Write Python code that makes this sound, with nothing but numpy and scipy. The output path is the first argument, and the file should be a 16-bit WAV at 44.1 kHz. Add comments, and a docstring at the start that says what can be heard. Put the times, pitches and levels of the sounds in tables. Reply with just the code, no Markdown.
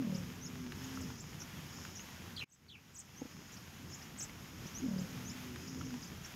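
"""Open grassland: a leopard growls twice, slow throat pulses ringing a falling resonance amid thin moans.
Small birds chirp, whistle and tumble in warbled tones with near echoes and a short scattered tail.
Dry stems tick as damped rings with noisy cracks, and a few soft thumps ring low.
Shaped noise makes the low rumble, steady hiss, grass crackle and haze of far birds.
Before the middle the whole sound drops out abruptly, then swells back."""
import sys
import numpy as np
from scipy import signal
from scipy.fft import rfft, irfft
from scipy.io import wavfile
from scipy.ndimage import uniform_filter1d

SR = 44100
rng = np.random.default_rng(int(sys.argv[2]) if len(sys.argv) > 2 else 0)


def store_wav(level_fs):
    """Save 16-bit WAV to argv[1]."""
    pcm = np.round(np.clip(np.atleast_2d(level_fs), -1, 1) * 32767)
    wavfile.write(sys.argv[1], SR, pcm.T.astype(np.int16))


N = 280035  # samples

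# Growls, with the swell of the low rumble around each: (time [s], rise [dB])
GROWL_TIMES = [(-.038, 3), (4.8, 2.5)]


def undb(db):
    """Decibels to gain."""
    return 10 ** (np.asarray(db) / 20)


def envelope(t, attack, hold, release):
    """Rise from 0 to 1, hold, fall back to 0."""
    return np.clip(np.minimum(t / attack, 1 - (t - attack - hold) / release), 0, 1)


def clock(seconds):
    """Sample times of a stretch of sound."""
    return np.arange(int(seconds * SR)) / SR


def add(out, start, x):
    """Mix x into out from a start time, trimming whatever falls outside."""
    i = int(round(start * SR))
    x, i = x[max(-i, 0):], max(i, 0)
    out[i:i + len(x)] += x[:max(len(out) - i, 0)]


def walk(rate, size):
    """Smooth random wandering with a spread near 1, from rate fresh values a second."""
    k = int(SR / rate)
    steps = np.repeat(rng.standard_normal(size // k + 1), k)
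    smooth = uniform_filter1d(uniform_filter1d(steps, k), k)
    return 1.535 * smooth[:size]


def colour(x, spectrum):
    """Give x a spectrum of (frequency [Hz], level [dB]) points, at rms 1."""
    hz, db = np.transpose(spectrum)
    f = np.maximum(np.fft.rfftfreq(len(x), 1 / SR), 1)
    shape_db = np.interp(np.log(f), np.log(hz), db)
    y = irfft(rfft(x) * undb(shape_db), len(x))
    return y / y.std()


def ring(hz, modes):
    """Damped resonances after a soft push: each swells, then dies away."""
    t = clock(.06)
    out = np.zeros(len(t))
    for multiple, db, swell in modes:
        swell_and_fade = t / swell * np.exp(1 - t / swell)  # peaks at 1
        out += undb(db) * swell_and_fade * np.sin(2 * np.pi * hz * multiple * t)
    return out


def grassland(flutter_db=1.5, waver_db=1.17, rustle_db=-66, chorus_db=-63, chorus_swell_db=3):
    """Wavering shaped noise makes rumble, hiss and far birds; sparse random grains make the grass crackle."""
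    # Low rumble: (frequency [Hz], relative density [dB per Hz])
    rumble_spectrum = [(20, -36), (38, -22), (51, -5.5), (63, -13.5), (84, 2), (102, -4), (135, 0),
                       (190, -1.5), (260, -6.5), (350, -12), (500, -20.5), (750, -37.5), (1500, -49)]
    # Steady hiss: (frequency [Hz], relative density [dB per Hz])
    hiss_spectrum = [(200, -3.5), (600, -0.5), (900, 2), (1600, 2), (3200, 0), (4100, -6), (5200, -4),
                     (6900, -4), (7500, -12.5), (10200, -17.5), (10600, -10), (13500, -9.5), (16000, -20)]
    rumble_db, hiss_db = -51.5, -55  # rumble level away from the growls
    lead_s, hold_s, release_s = 1.5, 1.28, 0.15  # the rumble fills out ahead of each growl
    t = np.arange(N) / SR
    fuller_db = np.zeros(N)
    for start, rise_db in GROWL_TIMES:
        fuller_db += rise_db * envelope(t - start + lead_s, lead_s, hold_s, release_s)
    rumble = colour(rng.standard_normal(N), rumble_spectrum)
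    rumble = rumble * undb(rumble_db + fuller_db + flutter_db * walk(20, N))
    hiss = colour(rng.standard_normal(N), hiss_spectrum) * undb(hiss_db + waver_db * walk(12, N))
    grains = (rng.random(N) < 60 / SR) * rng.standard_normal(N)  # about 60 a second
    rustle = colour(grains, [(300, -3), (1000, 4), (2500, 2.0), (6500, -11.5), (8000, -32), (15000, -40)])
    chorus = colour(rng.standard_normal(N), [(4000, -31), (5100, 3.5), (6000, -2), (6900, 2.5), (7700, -44)])
    chorus = chorus * undb(chorus_db + chorus_swell_db * walk(5.9, N))
    return rumble + hiss + undb(rustle_db) * rustle + chorus


def growl(jitter=0.0077, scatter_db=0.6, rasp_db=-24):
    """Slack vocal folds slap open about forty times a second; each slap rings the throat and lets out a rasp."""
    # Throat resonances: (multiple of the lowest [ratio], level [dB], time to swell [s])
    throat = [(1, 1.5, 0.0056), (2.1, -19, 0.0026), (2.9, -26, 0.005), (4.9, -21.5, 0.0014)]
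    # The folds slacken as a growl goes on: pulses slow down and the resonance sinks
    first_pulse_s, pulse_hz, pulse_sag_hz_per_s, slack_pulse_hz = .0325, 40.7, 23.1, 35.8
    tense_throat_hz, slack_throat_hz, relax_s = 290, 174.7, 0.055
    # A loud push, then a soft rattle that dies away
    push_db, attack_s, push_hold_s, push_release_s = -32, 0.068, 0.12, 0.082
    rattle_db, rattle_release_s = -43.5, 0.34
    rattle_hold_s = push_hold_s + push_release_s
    out, s = np.zeros(SR), first_pulse_s
    for late, size in rng.standard_normal((22, 2)):
        age = s - first_pulse_s
        hz = slack_throat_hz + (tense_throat_hz - slack_throat_hz) * np.exp(-age / relax_s)
        push = undb(push_db) * envelope(s, attack_s, push_hold_s, push_release_s)
        rattle = undb(rattle_db) * envelope(s, attack_s, rattle_hold_s, rattle_release_s)
        add(out, s, max(push, rattle) * undb(scatter_db * size) * ring(hz, throat))
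        s += (1 + jitter * late) / max(pulse_hz - pulse_sag_hz_per_s * age, slack_pulse_hz)
    rasp_spectrum = [(100, -27), (450, 21), (950, 0), (1400, -20), (3000, -14), (8000, -60)]
    rasp = colour(rng.standard_normal(len(out)), rasp_spectrum)
    loudness = np.abs(signal.hilbert(out))  # the rasp follows the pulses
    return out + undb(rasp_db) * loudness * rasp


def moan(jitter=0.0064, shimmer_db=0.05, half_db=-12, waver_db=1.04):
    """Wavering notes open the growl and linger after it, with a rough undertone and a separate whine above."""
    # Notes, timed from the growl's start:
    # (time [s], attack [s], hold [s], release [s], pitch [Hz], level [dB])
    notes = [(0.011, 0.0216, 0.017, 0.032, 259, -38.5), (0.194, 0.11, 0.393, 0.12, 251.8, -48.5),
             (0.797, .09, .19, .2, 261, -46.5), (1.12, 0.02, .008, .03, 249.7, -44)]
    # Thin whine, timed from the growl's start: (time [s], pitch [Hz], level [dB])
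    whine = [(.02, 345, -55.5), (.08, 595, -61), (.26, 520, -60), (.3, 450, -67.5), (.55, 410, -66.5),
             (.76, 355, -61), (1.04, 468, -66), (1.14, 450, -62.5), (1.25, 420, -95)]
    swell_db_per_s = 21.5  # up to the end of a note's hold
    sag_hz_per_s = 232  # while a note fades
    t = clock(1.8)

    def turn(hz):
        """Phase of an unsteady pitch."""
        return 2 * np.pi * np.cumsum(hz * (1 + jitter * walk(69.9, len(t)))) / SR

    whine_s, whine_hz, whine_db = np.transpose(whine)
    voice = undb(np.interp(t, whine_s, whine_db)) * np.sin(turn(np.interp(t, whine_s, whine_hz)))
    for start, attack, hold, release, hz, db in notes:
        past_peak = t - start - attack - hold
        phase = turn(hz - sag_hz_per_s * np.clip(past_peak, 0, release))
        undertone = undb(half_db) * walk(39.77, len(t)) * np.sin(phase / 2)  # an octave below
        gain = undb(db + swell_db_per_s * np.minimum(past_peak, 0))
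        gain = gain * envelope(t - start, attack, hold, release)
        voice = voice + gain * (np.sin(phase) + undertone)
    unsteady_db = shimmer_db * walk(81.4, len(t)) + waver_db * walk(17.54, len(t))
    return np.sqrt(2) * voice * undb(unsteady_db)  # sqrt(2): table levels are rms


def syrinx(hz, gain, waver, flutter_db, octave_db=-21):
    """A bird's fluttering whistle on a pitch curve, with a faint octave."""
    size = len(hz)
    phase = 2 * np.pi * np.cumsum(hz * (1 + waver * walk(500, SR)[:size])) / SR
    tone = np.sin(phase) + undb(octave_db) * np.sin(2 * phase)
    flutter = undb(flutter_db * walk(350, SR)[:size])
    return gain * flutter * signal.windows.tukey(size, .25) * tone


def chirp(length, peak_s, centre_hz, place):
    """The pitch swings down and up at a steady pace while the call swells and fades."""
    swing_s, swing_share = .041, .18  # period; swing as a share of the centre pitch
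    swell_db_per_s, fade_db_per_s = 236, 220
    t = clock(length)
    hz = centre_hz * (1 - swing_share * np.cos(2 * np.pi * (t / swing_s + place)))
    db = np.minimum(swell_db_per_s * (t - peak_s), fade_db_per_s * (peak_s - t))
    return syrinx(hz, undb(db), waver=0.0346, flutter_db=2)


def birds(scatter_db=-14, scatter_s=0.023):
    """Calls beat against their own near echoes; grass and bushes scatter a short tail after them."""
    # Warbled chirps; the place in the pitch swing counts from its bottom:
    # (time [s], length [s], loudest after [s], level [dB], centre pitch [Hz], starting place [cycles])
    chirp_calls = [(0.142, .052, 0.011, -50.5, 6130, -.22), (.448, 0.034, .017, -49, 6250, -.38),
                   (.838, 0.017, .004, -51, 6100, 0.13), (.951, 0.011, .004, -50, 5900, 0.06),
                   (1.007, 0.033, .017, -52.5, 6300, -0.45), (1.178, 0.037, .017, -51, 6330, -0.37),
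                   (1.396, 0.033, .017, -50, 6500, -0.4), (1.726, .012, .004, -54, 5800, -0.037),
                   (1.755, .031, .017, -57, 6460, -0.39), (1.951, 0.03, .017, -49, 6630, -0.41),
                   (2.483, 0.078, 0.047, -42, 6860, 0.21), (2.934, 0.08, 0.063, -39.5, 6850, .15),
                   (3.518, .031, .017, -51.5, 6700, -0.39), (3.566, 0.011, .004, -51, 5200, .08),
                   (3.894, 0.061, 0.056, -43, 6230, .07), (4.021, .012, .004, -51.5, 5700, 0.054),
                   (4.17, .084, 0.048, -39, 6550, 0.0021), (4.666, 0.016, .004, -48, 6100, 0.018),
                   (4.979, 0.05, 0.011, -49, 6000, -0.14), (5.287, 0.034, .017, -49.5, 6280, -0.37),
                   (5.676, 0.01, .004, -50, 5500, 0.13), (5.789, 0.011, .004, -53, 5800, 0.015),
                   (5.846, 0.026, 0.014, -55, 6600, -.38), (6.016, 0.039, 0.015, -49.5, 6300, -0.41),
                   (6.051, 0.04, .017, -56, 5400, -0.24), (6.234, .031, 0.02, -49.5, 6620, -0.34)]
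    # Rising whistles: (time [s], level [dB], starting pitch [Hz])
    whistle_calls = [(.409, -49.5, 5670), (1.963, -49, 5500), (3.157, -48.5, 5540), (4.74, -45, 5540),
                     (5.246, -48.5, 5730)]
    # Lower tumbling calls: (time [s], level [dB])
    tumble_calls = [(2.352, -45), (2.675, -44)]
    # Near echoes of every call: (delay [s], level [dB])
    near_echoes = [(.0052, -6.5), (0.0142, -8.5)]
    calls = np.zeros(N)
    for start, length, peak_s, db, hz, place in chirp_calls:
        add(calls, start, undb(db) * chirp(length, peak_s, hz, place))
    for start, db, hz in whistle_calls:
        add(calls, start, undb(db) * whistle(hz))
    for start, db in tumble_calls:
        add(calls, start, undb(db) * tumble())
    out = calls.copy()
    for delay, echo_db in near_echoes:
        add(out, delay, undb(echo_db) * calls)
    t = clock(.3)
    tail = rng.standard_normal(len(t)) * np.exp(-t / scatter_s)
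    tail = tail / np.linalg.norm(tail)
    return out + undb(scatter_db) * signal.fftconvolve(out, tail)[:N]


def whistle(start_hz):
    """A clean, swelling upward glide."""
    length_s, rise_hz_per_s, swell_db_per_s = .053, 25000, 90
    t = clock(length_s)
    gain = undb(swell_db_per_s * (t - length_s))
    return syrinx(start_hz + rise_hz_per_s * t, gain, waver=0.0083, flutter_db=1.8)


def ticks(ring_s=0.0024, crack_s=0.005):
    """Dry stems snap with a brief damped ring and a burst of noise."""
    # Ticks: (time [s], level [dB], ring [Hz], crack relative to the ring [dB])
    snaps = [(.721, -46, 1630, 4), (.974, -34.5, 1348, -24), (1.103, -42.5, 950, -9), (1.42, -48, 1490, -5),
             (1.569, -51, 1150, -8), (1.787, -43, 1110, -19), (1.851, -41, 1400, -6),
             (1.995, -40.5, 2820, -8), (3.901, -49, 1880, -5), (4.295, -44.5, 2150, -1.5),
             (5.559, -44.5, 1650, 2.5), (5.812, -35.5, 1340, -19), (5.906, -48, 1430, -2),
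             (5.941, -43, 947, -5.5)]
    crack_spectrum = [(300, -27), (900, -1), (2400, -1.5), (4000, -11), (12000, -26)]
    out, t = np.zeros(N), clock(0.016)
    for start, db, hz, crack_db in snaps:
        crack = colour(rng.standard_normal(len(t)), crack_spectrum) * np.exp(-t / crack_s)
        stem = np.sin(2 * np.pi * hz * t) * np.exp(-t / ring_s)
        add(out, start, undb(db) * (undb(crack_db) * crack - stem))
    return out


def tumble():
    """A broken call falls about an octave; its warble settles as it lands."""
    top_hz, bottom_hz, fall_hz_per_s = 4616, 2420, 28500
    swing_s, swing_share, settle_s = .034, 0.221, .06
    attack_s, hold_s, release_s = 0.017, .062, .045
    t = clock(attack_s + hold_s + release_s)
    centre = np.maximum(top_hz - fall_hz_per_s * t, bottom_hz)
    swing = swing_share * np.exp(-t / settle_s) * np.sin(2 * np.pi * t / swing_s)
    hz = np.minimum(centre * (1 + swing), top_hz)
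    return syrinx(hz, envelope(t, attack_s, hold_s, release_s), waver=0.05, flutter_db=3.0)


def thumps():
    """Soft thumps ring low in a few damped resonances."""
    # Thumps: (time [s], level [dB], lowest ring [Hz])
    soft_knocks = [(3.216, -30, 263), (3.252, -38.5, 263), (4.655, -38, 169)]
    # Resonances of a thump: (multiple of the lowest [ratio], level [dB], time to swell [s])
    thud = [(1, 1.5, .0035), (1.85, -8, 0.0038), (3.1, -11.5, 0.002), (5, -22, 0.0011)]
    out = np.zeros(N)
    for start, db, hz in soft_knocks:
        add(out, start, undb(db) * ring(hz, thud))
    return out


def scene():
    """The leopard amid birds, ticking grass, thumps and the grassland's rumble and hiss."""
    out = grassland() + birds() + ticks() + thumps()
    for start, _ in GROWL_TIMES:
        add(out, start, growl())
        add(out, start, moan())
    return out[None]


def record(dry):
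    """The level drops out at once and creeps back; a steep low-pass removes the top treble."""
    drop_at_s, drop_fall_s, drop_db = 2.441, 0.0068, -33
    recover_s, recover_bend = 0.9, 1.144  # a bend above 1 starts the return gently
    top_hz = 15700
    since = np.arange(N) / SR - drop_at_s
    fallen = undb(drop_db * np.clip(since / drop_fall_s, 0, 1))
    back = (1 - np.exp(-np.maximum(since - drop_fall_s, 0) / recover_s)) ** recover_bend
    gain = fallen + (1 - fallen) * back
    low_pass = signal.ellip(10, .2, 70, top_hz, fs=SR, output="sos")
    return signal.sosfilt(low_pass, dry * gain)


dry = scene()
out = record(dry)
store_wav(out)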